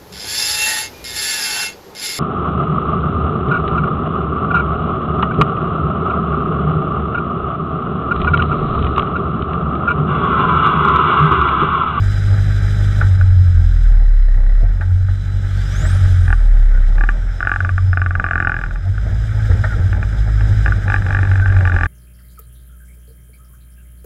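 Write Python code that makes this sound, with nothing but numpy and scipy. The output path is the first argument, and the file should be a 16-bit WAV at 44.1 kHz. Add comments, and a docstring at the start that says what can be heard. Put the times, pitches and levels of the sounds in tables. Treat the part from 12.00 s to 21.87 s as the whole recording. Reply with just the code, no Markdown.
"""Turbo-diesel buggy on a dirt track.

The microphone rides in the open cabin as the buggy crawls uphill. The engine booms, sags almost to
idle twice and picks up again; the turbo whistles up once and winds down. Close by, a loose part
knocks in step with the engine's shaking, and the chassis thumps, clanks and squeaks over ruts."""
import sys
import numpy as np
from scipy import signal
from scipy.fft import rfft, irfft
from scipy.io import wavfile

SR = 44100
rng = np.random.default_rng(int(sys.argv[2]) if len(sys.argv) > 2 else 0)


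def bounce(signal):
    """Save signal as a 16-bit WAV file at the path given by the first command-line argument."""
    frames = np.transpose(np.atleast_2d(signal))
    limited = np.clip(frames, -1, 1)
    pcm = np.round(limited * 32767).astype(np.int16)
    wavfile.write(sys.argv[1], SR, pcm)


N = 435266
TIME = np.arange(N) / SR

# How hard the track shakes the chassis. Each row: time in seconds, level in dB.
SHAKING = [(0.0, -42.5), (1.04, -41.5), (1.29, -45.5), (2.27, -50.5), (2.69, -46.5), (2.85, -50),
           (3.1, -51), (3.87, -42), (4.74, -46), (5.37, -45), (5.51, -44), (6.01, -47.5), (6.45, -41),
           (6.61, -44), (6.83, -47.5), (7.73, -41.5), (8.2, -42.5), (9.85, -36)]


def amp(db):
    """Decibels to gain."""
    return 10 ** (np.asarray(db) / 20)


def unit(x):
    """Scales to rms 1."""
    return x / np.sqrt(np.mean(x ** 2) + 1e-20)


def curves(rows):
    """The columns of a timed table, one value a sample."""
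    s, *columns = np.transpose(rows)
    return [np.interp(TIME, s, c) for c in columns]


def swing(rows):
    """A level curve in dB above and below its own average."""
    db, = curves(rows)
    return db - db.mean()


def add(mix, s, sound):
    """Mixes a sound in at s seconds."""
    part = mix[max(round(s * SR), 0):][:len(sound)]
    part += sound[:len(part)]


def noise(spectrum, ripple_db=2.5, spacing_hz=28):
    """Noise of rms 1, with a random ripple across its (Hz, dB) spectrum for a faint tonal colour."""
    hz, db = np.transpose(spectrum)
    bins = np.fft.rfftfreq(N, 1 / SR)
    ripple_points = rng.standard_normal(4096)
    ripple = np.interp(bins / spacing_hz, np.arange(len(ripple_points)), ripple_points)
    ripple *= np.minimum(bins / 600, 1)
    colour = amp(np.interp(np.log(bins + 1), np.log(hz), db, right=-100) + ripple_db * ripple)
    return unit(irfft(rfft(rng.standard_normal(N)) * colour, N))


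def wander(rate):
    """A smooth random curve of rms 1 that changes about rate times a second."""
    coarse = rfft(rng.standard_normal(8192))
    slow = irfft(coarse / (1 + (np.arange(len(coarse)) / TIME[-1] / rate) ** 4))
    return unit(np.interp(TIME, np.linspace(0, TIME[-1], len(slow)), slow))


def angle(hz):
    """Running phase of a frequency curve."""
    return 2 * np.pi * np.cumsum(hz) / SR


def ring(modes):
    """Causal impulse response, peak 1, of steep-sided resonances given as (Hz, width in Hz, dB)."""
    hz = np.fft.rfftfreq(4096, 1 / SR)
    gain = np.sqrt(sum(amp(db) ** 2 / (1 + ((hz - f) / width) ** 2) ** 3 for f, width, db in modes))
    log_gain = np.log(np.r_[gain, gain[-2:0:-1]] + 1e-5)
    response = np.fft.ifft(np.exp(np.conj(signal.hilbert(log_gain)))).real
    return response / abs(response).max()


def idling(hz, idle_hz=34, span_hz=9):
    """1 near idle, 0 when the engine pulls."""
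    return np.clip(1 - (hz - idle_hz) / span_hz, 0, 1)


def loaded(average_db, slope):
    """Level in dB of a layer that follows the engine load, by slope dB per dB."""
    # Load, as the air the engine draws. Each row: time in seconds, level in dB.
    load = [(0.0, -49), (0.98, -48.5), (1.28, -55), (1.85, -55.5), (2.05, -62), (2.45, -63.5), (3.41, -54),
            (3.82, -44.5), (4.09, -47.5), (4.56, -59), (5.79, -56.5), (6.03, -61.5), (6.77, -59.5),
            (7.26, -53), (7.53, -51.5), (8.02, -56), (8.54, -51), (9.8, -56)]
    return average_db + slope * swing(load)


def whistle(rows, flutter, fuzz):
    """A tone of rushing air, blurred in pitch and level by turbulence."""
    hz, db = curves(rows)
    phase = angle(hz * (1 + flutter * wander(250)))
    return amp(db) * np.sqrt(2) * np.sin(phase) * unit(1 + fuzz * wander(120))


def intake_whistles():
    """Air drawn through the intake sings two thin, nearly steady notes."""
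    # Each row: time in seconds, pitch in Hz, level in dB.
    low = [(0, 3975, -49), (1.1, 3930, -54), (1.5, 3960, -60.5), (2.9, 3990, -67), (3.2, 3973, -54),
           (3.5, 3969, -60), (3.75, 4050, -74), (7.3, 3928, -77), (8.6, 3928, -58.5), (9.87, 3950, -64)]
    high = [(0, 4960, -51.5), (1.5, 5070, -58.5), (2.7, 5020, -68.5), (5.45, 5030, -77.5), (5.9, 5118, -56),
            (6.1, 5124, -67.5), (7, 5043, -62), (7.6, 5110, -58), (8, 5057, -62), (8.5, 5135, -53.5),
            (9.1, 4980, -66), (9.87, 5013, -68)]
    return whistle(low, flutter=.005, fuzz=0.56) + whistle(high, flutter=.005, fuzz=0.65)


def intake_hiss(beat, pulse=0.083):
    """Indrawn air hisses with the load and swells at each firing."""
    # Spectra of the hiss and the higher rush. Each row: frequency in Hz, density in dB.
    hiss = [(2000, -18), (2600, -2.5), (2900, -1.5), (3200, 5.5), (3450, 4), (3950, 3), (4250, -12),
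            (4700, -5), (5080, 3), (5400, -3), (6400, -5), (7900, -5.5), (9000, -22.5), (12000, -41.5)]
    rush = [(3000, -19.5), (6500, -6.5), (8400, 7), (9200, 1.5), (11400, 2), (12200, -1.5), (13200, -4),
            (13800, -2), (14800, -9), (15500, -11)]
    air = amp(loaded(-51, slope=0.99)) * noise(hiss) + amp(loaded(-64.5, slope=1.03)) * noise(rush)
    return air * (1 + pulse * beat) * amp(1.2 * wander(21))


def turbo():
    """The turbo whistles up once and winds down."""
    # Each row: time in seconds, pitch in Hz, level in dB.
    spool = [(3.4, 3894, -77), (3.56, 4250, -56), (3.68, 5188, -52), (3.8, 6800, -43), (3.88, 7885, -42),
             (3.96, 9500, -55), (4.02, 9200, -66), (4.3, 8810, -56), (4.45, 8425, -68), (4.7, 7640, -86),
             (5.15, 5688, -68), (5.28, 5323, -62), (5.42, 5120, -56), (5.6, 5070, -87)]
    return whistle(spool, flutter=0.017, fuzz=0.36)


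def squeaks(flutter=.008, catch=.4):
    """A suspension joint slips with a short, unsteady glide."""
    # Each row: start and length in seconds, first and last pitch in Hz, level in dB.
    slips = [(2.594, 0.082, 598, 746, -41), (3.803, 0.086, 602, 650, -39.5),
             (4.711, 0.096, 1459, 1443, -38.5), (6.835, 0.058, 726, 651, -42),
             (7.052, 0.038, 560, 722, -36), (7.48, .05, 521, 452, -33.5),
             (7.678, 0.0837, 1564, 1318, -27.5), (7.75, 0.048, 399.3, 561.4, -38),
             (9.373, 0.17, 1504, 1612, -27.5)]
    out, waver = np.zeros(N), 1 + flutter * wander(150)
    for s, length, start_hz, end_hz, db in slips:
        hz = np.linspace(start_hz, end_hz, int(length * SR))
        hz *= waver[int(s * SR):][:len(hz)]
        add(out, s, amp(db) * np.sqrt(2) * np.sin(angle(hz)) * signal.windows.tukey(len(hz), .7))
    return out * unit(1 + catch * wander(90))  # the joint catches and lets go


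def clanks(t60=0.11):
    """Short chattering contacts ring the chassis metal."""
    # Each row: start in seconds, level in dB.
    contacts = [(1.013, -17), (2.813, -25), (2.905, -39), (3.085, -32), (3.85, -26), (7.513, -26),
                (7.638, -16.5), (7.646, -43), (7.722, -27.5), (8.275, -29)]
    # The metal's modes. Each row: frequency and width in Hz, relative level in dB.
    modes = [(607, 125, -2.5), (845, 97, -3), (1324, 160, -2), (1554, 200, 2), (1855, 100, -0.5),
             (2190, 100, -12.5), (3430, 1100, -29), (6500, 1600, -40)]
    out, t = np.zeros(N), np.arange(SR // 8) / SR
    metal = ring(modes)
    for s, db in contacts:
        chatter = rng.standard_normal(len(t)) * amp(db - 60 * t / t60)
        add(out, s, signal.fftconvolve(chatter, metal / np.linalg.norm(metal)))
    return out


def chassis_rumble(rumble_db=-43, boom_db=-28):
    """The track shakes the chassis into a rumble, and the cabin booms with it."""
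    # Spectra. Each row: frequency in Hz, density in dB.
    rumble = [(100, -11), (190, 2), (260, 1), (335, 3.5), (420, -4), (520, 1), (650, -1.5), (740, -4),
              (840, -3), (1020, -11.5), (2000, -54.5)]
    boom = [(15, -21), (33, 4.5), (65, -16), (90, 7.5), (125, -6), (170, -10.5), (230, -19), (400, -50)]
    shaking_db, jolts_db = swing(SHAKING), 2.5 * wander(11)
    out = amp(rumble_db + shaking_db + jolts_db) * noise(rumble)
    return out + amp(boom_db + 0.72 * shaking_db + jolts_db) * noise(boom)


def thumps(rise_s=0.0027, crunch_db=-15, crunch_t60=0.1):
    """A wheel drops into a rut: the cabin booms while dirt crunches under the tyre."""
    # Each row: start in seconds, strength in dB.
    ruts = [(1.012, -17), (2.629, -17.5), (2.798, -22), (3.83, -15.5), (6.865, -23), (7.06, -19),
            (7.5, -9.5), (7.549, -13), (7.794, -11.5), (8.66, -16), (9.39, -32)]
    # Each row: frequency in Hz, relative level in dB, seconds to fall 60 dB.
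    cabin_modes = [(33, -10, .3), (90.3, 6, 0.81), (113.5, -4, 0.048), (160, -42, .12)]
    out, t = np.zeros(N), np.arange(SR // 2) / SR
    boom = sum(amp(db - 60 * t / t60) * np.sin(2 * np.pi * hz * t) for hz, db, t60 in cabin_modes)
    band = signal.butter(2, [230, 560], "band", fs=SR, output="sos")
    for s, db in ruts:
        dirt = unit(signal.sosfilt(band, rng.standard_normal(len(t))))
        crunch = dirt * amp(crunch_db - 60 * t / crunch_t60)
        add(out, s, amp(db) * (boom + crunch) * (1 - np.exp(-t / rise_s)))
    return out


def injectors(firing, idle, tick_db=-38, idle_lift_db=7, tick_t60=0.015, ring_db=-45, ring_t60=0.13):
    """One dry tick at every firing; near idle it stands out and rings a cover on the engine."""
    # Each row: frequency in Hz, density in dB.
    tick_spectrum = [(200, -6), (600, 4), (1050, -10), (1400, 1.5), (1900, -0.5), (2400, -16), (3300, -15),
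                     (5000, -22.5), (8000, -29), (14000, -42)]
    t, ticks, ringing = np.arange(SR // 25) / SR, np.zeros(N), np.zeros(N)
    starts = np.flatnonzero(np.diff(firing // (2 * np.pi))) / SR
    scatter_db = rng.uniform(-2, 2, len(starts))
    onset = np.sin(np.pi / 2 * np.minimum(t / .0012, 1)) ** 2
    for s, db in zip(starts, scatter_db):
        add(ticks, s, onset * amp(tick_db + db - 60 * t / tick_t60))
        add(ringing, s, onset * amp(ring_db + db - 60 * t / ring_t60))
    cover = noise([(1400, -40), (1900, 8), (2400, -27), (4000, -68.5)])
    return ticks * amp(idle_lift_db * idle) * noise(tick_spectrum) + ringing * idle * cover


def combustion_clatter(beat, pulse=0.066):
    """Diesel clatter grows with load and shaking, and swells at each firing."""
    # Each row: frequency in Hz, density in dB.
    spectrum = [(900, -33.5), (1080, -23.5), (1170, -6.5), (1280, -2), (1400, -1), (1580, 3), (1800, -6),
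                (1930, -5), (2100, -9.5), (2400, -11.5), (2650, -25.5), (4000, -40.5)]
    db = loaded(-40.5, slope=0.49) + 0.61 * swing(SHAKING) + 1.4 * wander(29)
    return amp(db) * (1 + pulse * beat) * noise(spectrum)


def blows(firing, scatter_db=0.64):
    """The loose part strikes once a firing, in bouts; yields (seconds, dB, hardness) for each blow."""
    # Each row: start in seconds, number of blows, first level in dB, change over the bout in dB,
    # hardness of the contact from 0 to 1, dB taken off every second blow.
    bouts = [(1.012, 1, -13, 4, .6, 0), (1.2119, 1, -13, 0, 0.25, 0), (2.8109, 1, -20, 0, 0.6, 0),
             (4.28, 3, -16, 10, 0.73, 0.5), (4.9822, 3, -17.5, 9, 0.97, -3.5),
             (5.0901, 1, -5.5, 0, 0.94, 0), (5.4054, 3, -9, -3, 0.2, -4.5),
             (5.4719, 5, -2.5, -4, 0.43, 4.5), (5.6045, 5, -6, -2.5, 0.16, 19), (5.78, 1, -9.5, -3, 0, -2),
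             (5.9308, 1, -8.5, 0, 0, 3), (5.9729, 5, -5.5, -1.5, 0.25, 18),
             (6.1081, 5, -10.5, 5.5, .15, 36), (6.2419, 3, -5, -7.5, 0.36, 0),
             (6.3106, 7, -4, -1, 0.37, 3.5), (6.472, 6, -2.5, -9, 0.6, 2.5),
             (6.6139, 3, -16, -3.5, 0.45, -7.5), (6.7092, 3, -19.5, 0, 0.2, 18),
             (6.9799, 1, -18.5, 0, 0, 0), (7.9295, 2, -15, -6, 0.68, 0), (8.029, 1, -14, 0, .8, 0),
             (8.4092, 1, -16.5, 0, 1, 0), (8.6609, 2, -5.5, -3, .9, 2), (8.7216, 1, -9, 0, .3, 0),
             (8.8804, 3, -12, 4, .85, -3.5), (8.9417, 3, -3, -18.5, .95, -2), (9.0216, 1, -17, -4, .9, 0),
             (9.0647, 6, -13, 6.5, 0.77, 5.5), (9.1893, 2, -11, -12, 1, 2), (9.2309, 4, -10, -13, 0.9, 1.5),
             (9.315, 5, -12, 0.5, .85, 11), (9.4592, 5, -10, -20, 0.77, 2), (9.524, 5, -14, 2.5, 0.88, 7),
             (9.653, 5, -8, -5.5, 0.84, -2), (9.764, 3, -7, -1.5, .88, 3), (9.8341, 2, -5, -9, 0.86, -4)]
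    for start, count, first_db, change_db, hardness, limp_db in bouts:
        k = np.arange(count)
        times = np.interp(np.interp(start, TIME, firing) + 2 * np.pi * k, firing, TIME)
        levels = first_db + change_db * k / max(count - 1, 1) - limp_db * (k % 2)
        levels += scatter_db * rng.standard_normal(count) * (k > 0)
        yield from ((s, db, hardness) for s, db in zip(times, levels))


def loose_part(firing, scatter_db=2.4, echo_db=-18, echo_t60=0.16):
    """Each blow rings the same modes, in a balance set by its hardness; the cabin echoes briefly."""
    # Each row: frequency and width in Hz, relative level in dB at a soft contact and at a hard one.
    modes = [(281, 160, -18.5, -10), (702, 76, -9.5, -23.5), (815, 95, -17, -5), (1175.5, 32.3, -0.5, -2.5),
             (1268.6, 62, -1.5, -16.5), (1471, 110, 6, -1.5), (1644, 103, -0.5, 2.5), (1763, 105, -8, -1.5),
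             (2090, 90, -16.5, -19), (2419.2, 138, -18, -13.5), (2740, 270, -27.5, -23),
             (3620, 130, -42, -34)]
    mode_hz, width, soft_db, hard_db = np.transpose(modes)
    out, t = np.zeros(N), np.arange(SR // 8) / SR
    echo_shape = amp(-60 * t / echo_t60) * (t > .004)
    for s, db, hardness in blows(firing):
        mode_db = soft_db + hardness * (hard_db - soft_db) + scatter_db * rng.standard_normal(len(modes))
        knock = amp(db) * ring(zip(mode_hz, width, mode_db))
        echo = rng.standard_normal(len(t)) * echo_shape / np.linalg.norm(echo_shape)
        add(out, s, knock)
        add(out, s, amp(echo_db) * signal.fftconvolve(knock, echo))
    return out


def exhaust(hz, firing, dull_db=3):
    """A thud at the firing rate and a drone an octave up, with weaker lines that grow dull near idle."""
    # Each row: time in seconds, strength of the thud and of the overtones in dB.
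    strengths = [(0, -3.5, 1), (.95, 0.5, 2), (1.3, -4.5, 3.5), (1.85, 1, 8.5), (2.4, -0.5, -3.5),
                 (3.3, -2, 0.5), (3.85, 0.5, -2), (4.3, 0.5, 3), (4.8, 0, 1), (5.2, -5.5, -8),
                 (5.6, -5, -2), (6.5, -13, 6.5), (7.0, -3, -5), (7.8, -3, 0), (8.5, 3, 1), (9.0, -4.5, 1.5),
                 (9.87, -8, -7.5)]
    # Each row: time in seconds, strength of the drone in dB.
    drone = [(0, 2.5), (.98, 0), (1.12, 5.5), (1.7, 4.5), (1.9, 5.5), (2.6, -3.5), (2.8, -17), (2.92, 1.5),
             (3.2, -3), (3.9, -6), (4.03, 4.5), (4.85, 1), (5.05, -1.5), (5.45, -13), (5.85, 2.5),
             (6.3, -7), (6.8, -12), (6.9, 0.5), (7.03, -9.5), (7.35, 2), (8.1, -5.5), (8.55, 3.5),
             (8.75, -3), (9.4, 2.5), (9.87, -0.5)]
    # Resonances swell passing tones: the cabin's lift thud and drone, the panels' the weaker lines.
    # Each row: frequency in Hz, gain in dB.
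    cabin = [(32, -8), (36, -7), (40, -10), (43, -14), (45.5, -21.5), (49, -17), (53, -16.5), (65, -26.5),
             (75, -32), (82, -20), (88, -14.5), (92, -13), (97, -15.5), (107, -19)]
    panels = [(120, -2), (143, 2.5), (165, -1.5), (215, 0.5), (260, -1.5), (300, 0), (338, 6), (375, -3.5),
              (413, 2.5), (470, 2)]
    # Lines from unequal cylinders. Each row: multiple of the firing rate, dB relative to the drone.
    uneven = [(.5, -29.5), (.75, -11), (1.25, -34.5), (1.5, -46.5), (1.75, -12), (2.25, -26), (2.5, -21)]
    # Each row: multiple of the firing rate (8.35 is a belt-driven pulley), relative level in dB.
    overtones = [(3, -0.5), (3.25, -8), (3.5, -10), (4, -7), (4.5, -25), (5, -15.5), (6, -17.5), (6.5, -21),
                 (7, -23), (8.35, -16.5), (9, -33), (10, -24.5), (13, -21)]
    thud_db, overtone_db = curves(strengths)
    drone_db, = curves(drone)
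    pulling = 1 - idling(hz)  # thud and drone waver more while the engine pulls
    thud_db += np.interp(hz, *np.transpose(cabin)) + 2 * pulling * wander(7.7)
    drone_db += np.interp(2 * hz, *np.transpose(cabin)) + pulling * wander(8.6)
    overtone_db += loaded(-37.5, slope=0.67)
    out = amp(thud_db) * np.cos(firing)
    out += amp(drone_db) * (1 + 0.025 * wander(2.6)) * np.sin(2 * firing)
    idle = idling(hz, span_hz=16.5)
    for lines, level_db, waver in ((uneven, drone_db, 0.24), (overtones, overtone_db, 0.17)):
        for multiple, db in lines:
            phase = multiple * firing + 2 * np.pi * rng.random() + waver * wander(5.6)
            loss_db = dull_db * idle * max(multiple - 3, 0)
            panel_db = np.interp(multiple * hz, *np.transpose(panels))
            out += amp(level_db + db + panel_db - loss_db) * (1 + waver * wander(5.7)) * np.cos(phase)
    return np.sqrt(2) * out


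def scene():
    """Engine, turbo and chassis as they meet at one microphone in the cabin."""
    # Engine speed. Each row: time in seconds, firing rate in Hz.
    speed = [(0, 49.35), (1.0, 49.93), (1.12, 46.9), (1.4, 45.52), (1.7, 41.6), (1.95, 36.67), (2.4, 32.73),
             (2.6, 35.62), (2.8, 44.34), (3.2, 47.96), (3.95, 47.57), (4.25, 43.75), (4.48, 35.77),
             (4.85, 32.7), (5.4, 44.47), (5.85, 46.7), (6.0, 45), (6.3, 44.03), (6.55, 42.5), (6.75, 40.47),
             (6.98, 52.06), (7.2, 54.44), (7.8, 52.1), (8.65, 52.21), (9.05, 47.97), (9.52, 48.06),
             (9.87, 41.77)]
    hz, = curves(speed)
    firing = angle(hz)  # one turn of phase a firing
    mix = exhaust(hz, firing)
    beat = np.cos(firing + .5 * wander(30))  # crests near each firing
    mix += chassis_rumble() + combustion_clatter(beat) + intake_hiss(beat)
    mix += injectors(firing, idling(hz)) + turbo() + intake_whistles()
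    mix += loose_part(firing) + thumps() + clanks() + squeaks()
    return mix[None]


def record(dry, knee=.76, headroom=.2, fade_s=.004, edge_hz=15250):
    """Soft ends, a soft knee that rounds the tallest peaks, and the camera's band limit."""
    ends = np.sin(np.pi / 2 * np.minimum(np.minimum(TIME, TIME[-1] - TIME) / fade_s, 1)) ** 2
    body = np.clip(dry, -knee, knee)
    rounded = body + headroom * np.tanh((dry - body) / headroom)
    lowpass = signal.firwin(511, edge_hz, window=("kaiser", 9), fs=SR)
    return signal.oaconvolve(rounded * ends, lowpass[None], "same")


dry = scene()
out = record(dry)
bounce(out)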